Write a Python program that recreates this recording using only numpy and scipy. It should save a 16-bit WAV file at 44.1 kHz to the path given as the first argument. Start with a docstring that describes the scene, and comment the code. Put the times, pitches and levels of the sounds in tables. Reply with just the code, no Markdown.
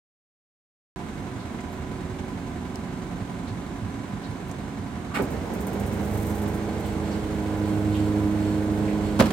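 """A refuse truck heard at its open steel hopper. From 1 s the four-cylinder diesel idles; panels hum,
fittings tick, the body throbs. At 5.1 s the pump drive grinds into gear, oil rushes through the valves
and the engine speeds up. The hydraulics drone while the blade swings round, its dry pivot squeaking in
short slips until 6.9 s, its edges scraping the walls from 6.3 s.
At 9.2 s the blade slams against its stop and rattles."""
import sys
import numpy as np
from scipy import signal
from scipy.fft import rfft, irfft, next_fast_len
from scipy.io import wavfile

SR = 44100
rng = np.random.default_rng(int(sys.argv[2]) if len(sys.argv) > 2 else 0)


def generate_wav(sig):
    """Save sig (samples, or channels by samples) to the path in sys.argv[1] as 16-bit PCM at SR."""
    pcm = np.round(np.clip(np.atleast_2d(sig).T, -1, 1) * 32767).astype(np.int16)
    wavfile.write(sys.argv[1], SR, pcm)


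N = 411012
TIME = np.arange(N) / SR
EVENT_TIME = TIME[:SR // 2]

VALVE_OPEN_S, VALVE_RISE_S = 5.16, 0.0099
RUMBLE_DB, CLATTER_DB, LOAD_GAIN_DB = -35, -43.5, 2
CHUG_RATE_HZ, CHUG_PEAK_S, CHUG_BELOW_HZ = 6.45, 3.216, 200
GRIND_START_S, GRIND_ATTACK_S, GRIND_HOLD_S, GRIND_T60_S = 5.14, 0.0093, 0.063, 0.24
GRIND_DB, GRIND_START_HZ, GRIND_SINK_OCT_PER_S = -27.5, 1670, 16

# engine speed: time_s, firing_hz
ENGINE_SPEED = [(0, 43.4), (5.2, 43.4), (5.5, 45.8), (5.8, 49.6), (6.1, 51.6), (6.4, 51.8), (9.32, 51.75)]
# knock per cylinder: level_db
KNOCK_DB = [4, 0, 7, -22]
# engine spectrum: freq_hz, density_db
ENGINE_SPECTRUM = [(35, -13), (55, -2), (85, 0.5), (130, -1.5), (185, 0.5), (220, -4), (290, -4.5),
                   (375, -8), (522, -16), (800, -16), (1270, -20), (2100, -25), (2600, -29), (3800, -32),
                   (5180, -37), (8300, -38), (10500, -45), (15500, -50)]
# bass chug depth: peak_s, rise_s, fall_s, depth_db
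CHUG_DEPTH = [(4.25, 0.3, .25, 3.5)]
# rumble swells: peak_s, rise_s, fall_s, gain_db
RUMBLE_GAIN = [(2.7, .7, 0.49, .5), (4.25, 0.22, 0.37, 0)]
# pump harmonics 1 to 3 between swells: level_db
PUMP_HARMONIC_DB = (-43.5, -33, -44)
# moving blade loads the pump and retunes the hopper: harmonic, peak_s, rise_s, fall_s, gain_db
PUMP_SWELLS = [(1, 6.26, 0.92, 0.34, 10), (1, 7.91, 0.48, 1.3, 13.5), (2, 5.1, .06, 0.032, 6),
               (2, 8.2, 0.14, 0.24, 2), (2, 9.44, 1.36, 1, 4), (3, 8.09, 0.96, 1.83, 17.5)]
# orders ringing in the hopper under load: pump_multiple, lift_db, sweep_db
HOPPER_ORDERS = [(2.25, -48, -48), (3.125, -42, -44), (3.25, -46.5, -53), (4, -41.5, -41), (4.25, -51, -45),
                 (4.5, -44.5, -50), (5, -55, -45.5), (5.25, -50.5, -50), (5.5, -52, -61), (5.75, -51, -57),
                 (6, -56, -50.5), (6.25, -54, -48.5), (6.5, -62, -64), (7, -58, -56), (7.25, -76, -57),
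                 (7.75, -50.5, -62), (8.25, -53, -55), (9.25, -72, -64), (14.25, -62, -57)]
# oil flow spectrum: freq_hz, density_db
OIL_SPECTRUM = [(45, -30), (62, 0), (110, -1), (160, -13), (230, 2.5), (320, -3.5), (450, -3), (620, -11),
                (800, -10.5), (1200, -21), (2000, -23), (4000, -37), (6000, -35.5), (8500, -40),
                (11000, -48), (15500, -50)]
# drive resonances: pitch_hz, width_hz, level_db
GEAR_MODES = [(820, 60, -7), (1220, 60, -13), (1470, 60, -4), (1810, 70, -10.5), (2180, 37, -3.5),
              (2240, 51, -17), (3450, 300, -21), (4060, 170, -32), (7400, 820, -17)]
# blade hits on the stop: start_s, level_db, tilt_db_per_oct, crack_t60_s
STOP_HITS = [(9.191, -26.5, 3, .06), (9.198, -12, 1.26, 0.063), (9.2025, -19.5, 2.5, 0.065),
             (9.2071, -12, -1.5, 0.068), (9.2113, -18, -2, 0.042), (9.2235, -21, 2, 0.025),
             (9.2301, -28, 1, .03), (9.24, -27, 0.5, .03), (9.256, -30, 2.5, .08), (9.262, -35, 2, .04),
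             (9.268, -30, 2.5, .025), (9.284, -33, 1, .04), (9.3058, -27.5, 3, 0.048)]
# blade plate modes: pitch_hz, level_db, t60_s
BLADE_MODES = [(155, -4.5, 0.16), (221, -1, 0.12), (265, 2.5, 0.11), (345, -6, .08), (493, -5, 0.045),
               (527, -3, 0.12), (716, -12, 0.081), (980, -17, 0.15), (1320, -33, 0.2), (2070, -25, 0.12),
               (2870, -31, .15), (3300, -35, .14)]
# steel crack spectrum: freq_hz, density_db
CRACK_SPECTRUM = [(80, -10), (200, 4), (500, -4), (1000, -4), (1400, -9), (2000, -14.5), (4000, -22),
                  (6000, -27.5), (9000, -31), (15500, -39)]
# pivot stick-slip events: start_s, level_db
PIVOT_SLIPS = [(5.221, -36.5), (5.3043, -40), (5.5367, -37.5), (5.606, -36), (5.6695, -37.5), (5.7319, -40),
               (5.7976, -37.5), (5.8626, -36.5), (5.9264, -40), (6.0496, -44), (6.112, -40), (6.1379, -38),
               (6.1734, -36), (6.1994, -38), (6.2204, -38), (6.2696, -39), (6.2965, -38), (6.348, -44),
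               (6.356, -39), (6.3824, -39), (6.418, -38), (6.4792, -38), (6.542, -38.5), (6.7979, -43),
               (6.8603, -39)]
# faint high tones that colour each squeak: pitch_hz, level_db, t60_s
SLIP_HIGH_TONES = [(7777, -24, .2), (8935, -18, .15), (10980, -23, .2), (13575, -18, .15),
                   (14186, -25, .15)]
# harder rubbing in mid-stroke: peak_s, rise_s, fall_s, gain_db
RUB_GAIN = [(6.2, 0.29, 0.26, 12), (8, 0.8, 1.1, 4.5)]
# treble filter on the squeaks: freq_hz, gain_db
SQUEAK_EQ = [(3000, -28), (6000, -4), (8800, 3), (9500, 3.5), (10300, -15), (11200, 2), (14000, 1.5),
             (15500, -1)]
# side wall resonances: pitch_hz, width_hz, level_db
WALL_MODES = [(2940, 1100, -55.5), (4260, 120, -64), (7540, 420, -60)]
# dry clicks close by: start_s, level_db
FITTING_CLICKS = [(2.7577, -16), (4.482, -32), (4.515, -19.5)]
# loose fittings: start_s, level_db, pitch_hz, t60_s
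FITTING_TICKS = [(1.585, -42.5, 1770, 0.095), (1.605, -49, 6960, .05), (1.715, -58, 13500, .2),
                 (2.183, -49, 2900, 0.091), (2.187, -52, 6000, .075), (2.7572, -37.5, 4760, 0.011),
                 (4.305, -54, 9000, .04), (4.482, -55, 13500, 0.085), (4.512, -48, 6500, 0.056)]
# chafing steel, and a soft brush just before the drive grinds in (5.112 s): start_s, level_db, pitch_hz
CHAFE_CHIRPS = [(1.39, -51, 3780), (3.465, -49.5, 4000), (4.232, -48.5, 3880), (5.112, -40, 1210),
                (7.11, -48.5, 4700), (7.94, -43, 3020), (8.875, -41, 2130)]
# thud as the drive takes hold: pitch_hz, level_db, t60_s
THUD_MODES = [(232, -22.5, 0.14), (395, -23.5, 0.17)]
# dull body throbs: start_s, level_db, pitch_hz
BODY_THROBS = [(1.344, -33, 111.5), (1.785, -28.5, 86.6), (2.09, -31, 110), (2.34, -30, 90), (2.5, -39, 95),
               (3.198, -27, 102), (3.497, -27, 102.5), (3.812, -27, 102.3), (3.97, -29, 110),
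               (4.115, -32.5, 109), (4.278, -28.5, 102), (4.429, -34, 130), (4.575, -35, 100),
               (4.784, -28, 96.5), (6.02, -28, 98)]
# panel hum at idle: firing_multiple, level_db, peak_s, width_s, gain_db
PANEL_ORDERS = [(1.001, -47, 1.2, .4, -4), (2, -46.5, 2.57, 0.38, 11.5), (4.15, -51, 3.21, 0.36, 12),
                (5.6, -50, 2.8, 0.58, 8.5), (6.1, -50, 2.7, 1, 4.5), (6.33, -47, 3.9, 0.73, 2),
                (8.57, -53.5, 2.56, 0.85, 9.5)]
# hopper resonances: pitch_hz, width_hz, level_db
STEEL_MODES = [(709, 33, -51.5), (991, 5.4, -55.5), (1527, 59, -58.5), (2140, 10, -70), (3790, 17, -70.5),
               (4170, 27, -73.5), (6210, 41, -67), (7490, 290, -65), (8920, 85, -68.5)]
# left-right likeness of the noise: freq_hz, correlation
STEREO_CORRELATION = [(50, 0.87), (200, 1), (500, 0.72), (1000, 0.46), (2000, 0.15), (5000, 0.3),
                      (15000, 0.046)]
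# stereo balance: freq_hz, left_minus_right_db
STEREO_BALANCE = [(60, -5), (500, -3.5), (2000, -4), (5000, -1.8), (8000, -1), (13000, -5)]


def engine(firings, load, jitter_db=0.5, jitter_s=0.0004, noise_db=0.5, throb=0.071, split_hz=550):
    """Uneven firings ring the truck; gas and gear noise throb with the crank; the bass briefly chugs."""
    at = np.flatnonzero(np.diff(np.floor(firings)))
    at = np.clip(at + (jitter_s * SR * rng.standard_normal(len(at))).astype(int), 0, N - 1)
    knocks = np.zeros(N)
    knocks[at] = from_db(np.resize(KNOCK_DB, len(at)) + jitter_db * rng.standard_normal(len(at)))
    block = burst(t60_s=0.23, rise_s=0.00058)
    ringing = rms_one(signal.oaconvolve(knocks[None], block, axes=1)[:, :N])
    pulsing = 1 + throb * (np.cos(np.pi * firings) + np.cos(np.pi * firings / 2)) / 2
    sound = rms_one(equalise(ringing + from_db(noise_db) * hiss() * pulsing, ENGINE_SPECTRUM))
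    low = signal.sosfiltfilt(signal.butter(2, split_hz, fs=SR, output="sos"), sound)
    bass = signal.sosfiltfilt(signal.butter(2, CHUG_BELOW_HZ, fs=SR, output="sos"), sound)
    beat = np.cos(2 * np.pi * CHUG_RATE_HZ * (TIME - CHUG_PEAK_S)) - .5
    chug = from_db(swell_db(CHUG_DEPTH) * (1 - load) * beat)
    rumble = from_db(RUMBLE_DB + swell_db(RUMBLE_GAIN)) * rms_one(low - bass + chug * bass)
    clatter = from_db(CLATTER_DB) * rms_one(sound - low)
    return from_db(LOAD_GAIN_DB * load) * (rumble + clatter)


def pump(firings, load, shaft_db=-43, shudder_hz=8.3, sweep_start_s=7.03, sweep_rise_s=0.78):
    """Pressure ripple drones and shudders in the blade; the overtones shift from lift to sweep."""
    cycles = 2 * firings + 0.0061 * drift(20)
    partials = [(3 / 4, shaft_db)]
    for harmonic, db in enumerate(PUMP_HARMONIC_DB, 1):
        swells = [row for k, *row in PUMP_SWELLS if k == harmonic]
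        partials.append((harmonic, db + swell_db(swells)))
    drone = np.zeros(N)
    for order, db in partials:
        waver = 0.065 * drift(18)
        shudder = 0.11 * np.sin(2 * np.pi * shudder_hz * TIME + drift(3.5))
        drone += from_db(db) * (1 + waver + shudder) * tone(order * cycles)
    sweep = ramp(sweep_start_s, sweep_rise_s)
    for order, lift_db, sweep_db in HOPPER_ORDERS:
        gain = from_db(lift_db + (sweep_db - lift_db) * sweep)
        drone += gain * (1 + 0.15 * drift(10)) * tone(order * cycles)
    return drone * load


def oil_flow(firings, flow_db=-38, surge_db=8.5, settle_s=0.91, ripple=0.067, flutter_db=1.5):
    """Oil rushes through the valves in step with the pump, hardest just after they open."""
    level_db = flow_db + surge_db * np.exp(-np.maximum(TIME - VALVE_OPEN_S, 0) / settle_s)
    envelope = ramp(VALVE_OPEN_S, VALVE_RISE_S) * from_db(level_db + flutter_db * drift(25))
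    strokes = 1 + ripple * (np.cos(4 * np.pi * firings) + np.cos(np.pi * firings))
    return envelope * rms_one(equalise(hiss() * strokes, OIL_SPECTRUM))


def drive_grind(tooth_hz=190, rough_db=2, rasp_db=-7.5, half_width_oct=0.71, hiss_db=-15):
    """Meshing teeth chatter and ring the gears; the rasp sinks as the slip dies away."""
    t = EVENT_TIME
    release = decay(GRIND_T60_S, np.maximum(t - GRIND_HOLD_S, 0))
    envelope = from_db(GRIND_DB) * np.minimum(t / GRIND_ATTACK_S, 1) * release
    centre_hz = GRIND_START_HZ * 2 ** (-GRIND_SINK_OCT_PER_S * t)
    chatter = 1 + 0.46 * (1 - 2 * (tooth_hz * t % 1))
    teeth = hiss(len(t)) * chatter * from_db(rough_db * drift(tooth_hz)[:len(t)])
    rasp = np.zeros_like(teeth)
    for hz in np.geomspace(300, 4800, 9):
        weight = 1 / (1 + (np.log2(hz / centre_hz) / half_width_oct) ** 4)
        rasp += weight * rms_one(resonance(resonance(teeth, hz, hz / 2), hz, hz / 2))
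    steel = (mode_bank(teeth, GEAR_MODES) + from_db(hiss_db) * teeth) * decay(0.3)
    out = np.zeros((2, N))
    add(out, GRIND_START_S, envelope * (from_db(rasp_db) * rasp + steel))
    return out


def blade_slam(crack_db=13, ring_db=-3, tail_db=-22, tail_t60_s=0.67):
    """The blade hits its stop and rebounds: steel crack, plate modes, short hopper tail."""
    out = np.zeros((2, N))
    for start_s, db, tilt_db_per_oct, crack_t60_s in STOP_HITS:
        tilt = lambda hz: from_db(tilt_db_per_oct * np.log2((hz + 50) / 500))
        noise = burst(crack_t60_s, rise_s=0.00035) + from_db(tail_db) * burst(tail_t60_s, rise_s=0.01)
        crack = shaped(noise, lambda hz: from_db(at_hz(CRACK_SPECTRUM, hz)) * tilt(hz))
        ring = sum(from_db(mode_db) * decay(t60_s) * tilt(hz) * np.sin(2 * np.pi * hz * EVENT_TIME)
                   for hz, mode_db, t60_s in BLADE_MODES)
        add(out, start_s, from_db(db) * (from_db(crack_db) * crack + from_db(ring_db) * ring))
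    return out


def pivot(rub_db=-62, crackles_per_s=45, crackle_db=11, slip_db=-5.5, snap_db=10.5, rough_db=1.8):
    """The dry pivot rubs with a crackling sizzle; each slip is a snap, a rasp and faint high tones."""
    snap = lambda: burst(t60_s=0.004, rise_s=0.0001)
    grains = (rng.random(N) < crackles_per_s / SR) * rng.uniform(0, 1, N)
    crackle = signal.oaconvolve(grains[None], snap(), axes=1)[:, :N]
    rubbing = ramp(VALVE_OPEN_S, VALVE_RISE_S) * from_db(rub_db + swell_db(RUB_GAIN))
    out = rubbing * (hiss() + from_db(crackle_db) * crackle)
    for start_s, db in PIVOT_SLIPS:
        tones = 0
        for hz, tone_db, t60_s in SLIP_HIGH_TONES:
            envelope = from_db(tone_db + 3 * rng.standard_normal()) * decay(t60_s)
            tones += envelope * np.sin(2 * np.pi * (hz * EVENT_TIME + rng.random((2, 1))))
        rasp = burst(t60_s=0.14, rise_s=0.0016)
        add(out, start_s, from_db(slip_db + db) * (rasp + from_db(snap_db) * snap() + tones))
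    return equalise(out * from_db(rough_db * drift(170)), SQUEAK_EQ)


def wall_scrape(start_s=6.3, rise_s=0.65, uneven_db=3, catch_rate_hz=14):
    """The blade's edges catch unevenly on the side walls."""
    grit = mode_bank(hiss(), WALL_MODES)
    return grit * ramp(start_s, rise_s) * from_db(uneven_db * drift(catch_rate_hz))


def fittings(click_hz=8000, click_width_hz=6500, left_minus_right_db=10):
    """Loose and chafing parts click, tick and chirp; a soft brush leads into the grind."""
    impulses = np.zeros((2, N))
    for start_s, db in FITTING_CLICKS:
        add(impulses, start_s, from_db(db) * pan(left_minus_right_db))
    ticks = taps(FITTING_TICKS, width_ratio=0.56, rise_ratio=0.017)
    chirps = taps([(*row, 0.22) for row in CHAFE_CHIRPS], width_ratio=0.43, rise_ratio=0.033)
    return resonance(impulses, click_hz, click_width_hz) + ticks + chirps


def body_knocks(thud_s=5.191, rise_s=0.018, upper_ratio=1.86, upper_db=-5):
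    """The body throbs in two low modes, and thuds as the drive takes hold."""
    thud = [(thud_s, db, hz, t60_s) for hz, db, t60_s in THUD_MODES]
    out = taps(thud, width_ratio=0.6, rise_ratio=0.033)
    envelope = (EVENT_TIME / rise_s * np.exp(1 - EVENT_TIME / rise_s)) ** 2
    for start_s, db, hz in BODY_THROBS:
        phase = 2 * np.pi * hz * EVENT_TIME
        modes = np.sin(phase) + from_db(upper_db) * np.sin(upper_ratio * phase)
        add(out, start_s, from_db(db) * envelope * modes)
    return out


def panel_hum(firings, load, waver=0.33):
    """Panels hum on engine orders, each in its own swell, until the speed leaves their resonances."""
    hum = np.zeros(N)
    for order, db, peak_s, width_s, gain_db in PANEL_ORDERS:
        envelope = from_db(db + swell_db([(peak_s, width_s, width_s, gain_db)]))
        hum += envelope * (1 + waver * drift(7.6)) * tone(order * firings)
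    return hum * (1 - load)


def steelwork(load, load_gain_db=2.5):
    """Vibration keeps the hopper's resonances singing."""
    return from_db(load_gain_db * load) * mode_bank(hiss(), STEEL_MODES)


def whine(pitch_hz=1009, level_db=-56.5, wander_hz=3, waver=0.12):
    """A thin, wavering machinery tone, independent of engine speed."""
    cycles = np.cumsum(pitch_hz + wander_hz * drift(12)) / SR
    return np.sqrt(2) * from_db(level_db) * (1 + waver * drift(11)) * np.sin(2 * np.pi * cycles)


def from_db(db):
    """Decibels to gain."""
    return 10 ** (np.asarray(db) / 20)


def rms_one(x):
    """Scale to unit rms."""
    return x / np.sqrt(np.mean(x ** 2) + 1e-20)


def pan(left_minus_right_db):
    """Left and right gains."""
    return from_db(left_minus_right_db * np.array([[.5], [-.5]]))


def ramp(start_s, rise_s):
    """Linear rise from 0 to 1."""
    return np.clip((TIME - start_s) / rise_s, 0, 1)


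def decay(t60_s, t=EVENT_TIME):
    """Exponential fall."""
    return from_db(-60 * t / t60_s)


def swell_db(rows):
    """Sum of lopsided bell curves."""
    return sum(db * np.exp(-((TIME - peak_s) / np.where(TIME < peak_s, rise_s, fall_s)) ** 2)
               for peak_s, rise_s, fall_s, db in rows)


def drift(rate_hz):
    """Random wander, unit rms."""
    knots = rng.standard_normal(2000)
    return rms_one(np.interp(TIME * rate_hz, np.arange(len(knots)), knots))


def tone(cycles):
    """Unit-rms sine, random start phase."""
    return np.sqrt(2) * np.sin(2 * np.pi * (cycles + rng.random()))


def at_hz(curve, hz):
    """Read a curve on a log-frequency axis."""
    freq_hz, value = np.transpose(curve)
    return np.interp(np.log(hz + 1), np.log(freq_hz), value)


def shaped(x, gain):
    """Filter by gain(hz)."""
    size = next_fast_len(x.shape[-1])
    return irfft(rfft(x, size) * gain(np.fft.rfftfreq(size, 1 / SR)), size)[..., :x.shape[-1]]


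def equalise(x, curve):
    """Filter by rows of freq_hz, gain_db."""
    return shaped(x, lambda hz: from_db(at_hz(curve, hz)))


def resonance(x, hz, width_hz):
    """Two-pole band-pass, unit peak gain."""
    r = np.exp(-np.pi * width_hz / SR)
    poles = [1, -2 * r * np.cos(2 * np.pi * hz / SR), r * r]
    return signal.lfilter(np.array([1, 0, -1]) * (1 - r * r) / 2, poles, x + 1e-18)


def mode_bank(x, modes):
    """Parallel resonances, each at its own rms level."""
    return sum(from_db(db) * rms_one(resonance(x, hz, width_hz)) for hz, width_hz, db in modes)


def hiss(size=N):
    """White stereo noise: alike in the bass, apart in the treble."""
    padded = next_fast_len(size)
    alike = at_hz(STEREO_CORRELATION, np.fft.rfftfreq(padded, 1 / SR))
    bins = rng.standard_normal((2, 2 * len(alike))).view(complex)
    mid, side = bins * np.sqrt([1 + alike, 1 - alike])
    return np.sqrt(padded / 2) * irfft([mid + side, mid - side], padded)[:, :size]


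def burst(t60_s, rise_s):
    """Half a second of stereo noise that swells and dies."""
    return hiss(len(EVENT_TIME)) * (1 - np.exp(-EVENT_TIME / rise_s)) * decay(t60_s)


def taps(rows, width_ratio, rise_ratio):
    """Contacts that each excite one broad resonance."""
    out = np.zeros((2, N))
    for start_s, db, hz, t60_s in rows:
        width_hz = hz * width_ratio
        contact = burst(t60_s, rise_ratio * t60_s)
        ring = resonance(resonance(contact, hz, width_hz), hz, width_hz)
        add(out, start_s, from_db(db) * np.sqrt(SR / width_hz) * ring)
    return out


def add(out, start_s, sound):
    """Mix a sound in."""
    at = round(start_s * SR)
    out[:, at:at + sound.shape[-1]] += sound[..., :N - at]


def scene(right_lag_s=0.00004):
    """Engine and pump share one shaft; the machinery lies a little to the right."""
    firing_hz = np.interp(TIME, *np.transpose(ENGINE_SPEED))
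    firings = np.cumsum(firing_hz) / SR
    load = (firing_hz - firing_hz.min()) / np.ptp(firing_hz)   # 0 at idle, 1 at top speed
    truck = engine(firings, load) + panel_hum(firings, load) + steelwork(load) + whine()
    hydraulics = drive_grind() + pump(firings, load) + oil_flow(firings)
    contacts = pivot() + wall_scrape() + blade_slam() + fittings() + body_knocks()
    left, right = shaped(truck + hydraulics + contacts, lambda hz: pan(at_hz(STEREO_BALANCE, hz)))
    return np.array([left, np.interp(TIME - right_lag_s, TIME, right)])


def record(dry, start_s=0.96, highpass_hz=44, lowpass_hz=15900):
    """Steep high-pass, silence before start_s, soft clip, steep low-pass."""
    highpass = signal.butter(8, highpass_hz, "high", fs=SR, output="sos")
    lowpass = signal.ellip(10, .1, 80, lowpass_hz, fs=SR, output="sos")
    gated = signal.sosfilt(highpass, dry) * (TIME >= start_s)
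    return signal.sosfilt(lowpass, np.tanh(gated))


dry = scene()
out = record(dry)
generate_wav(out)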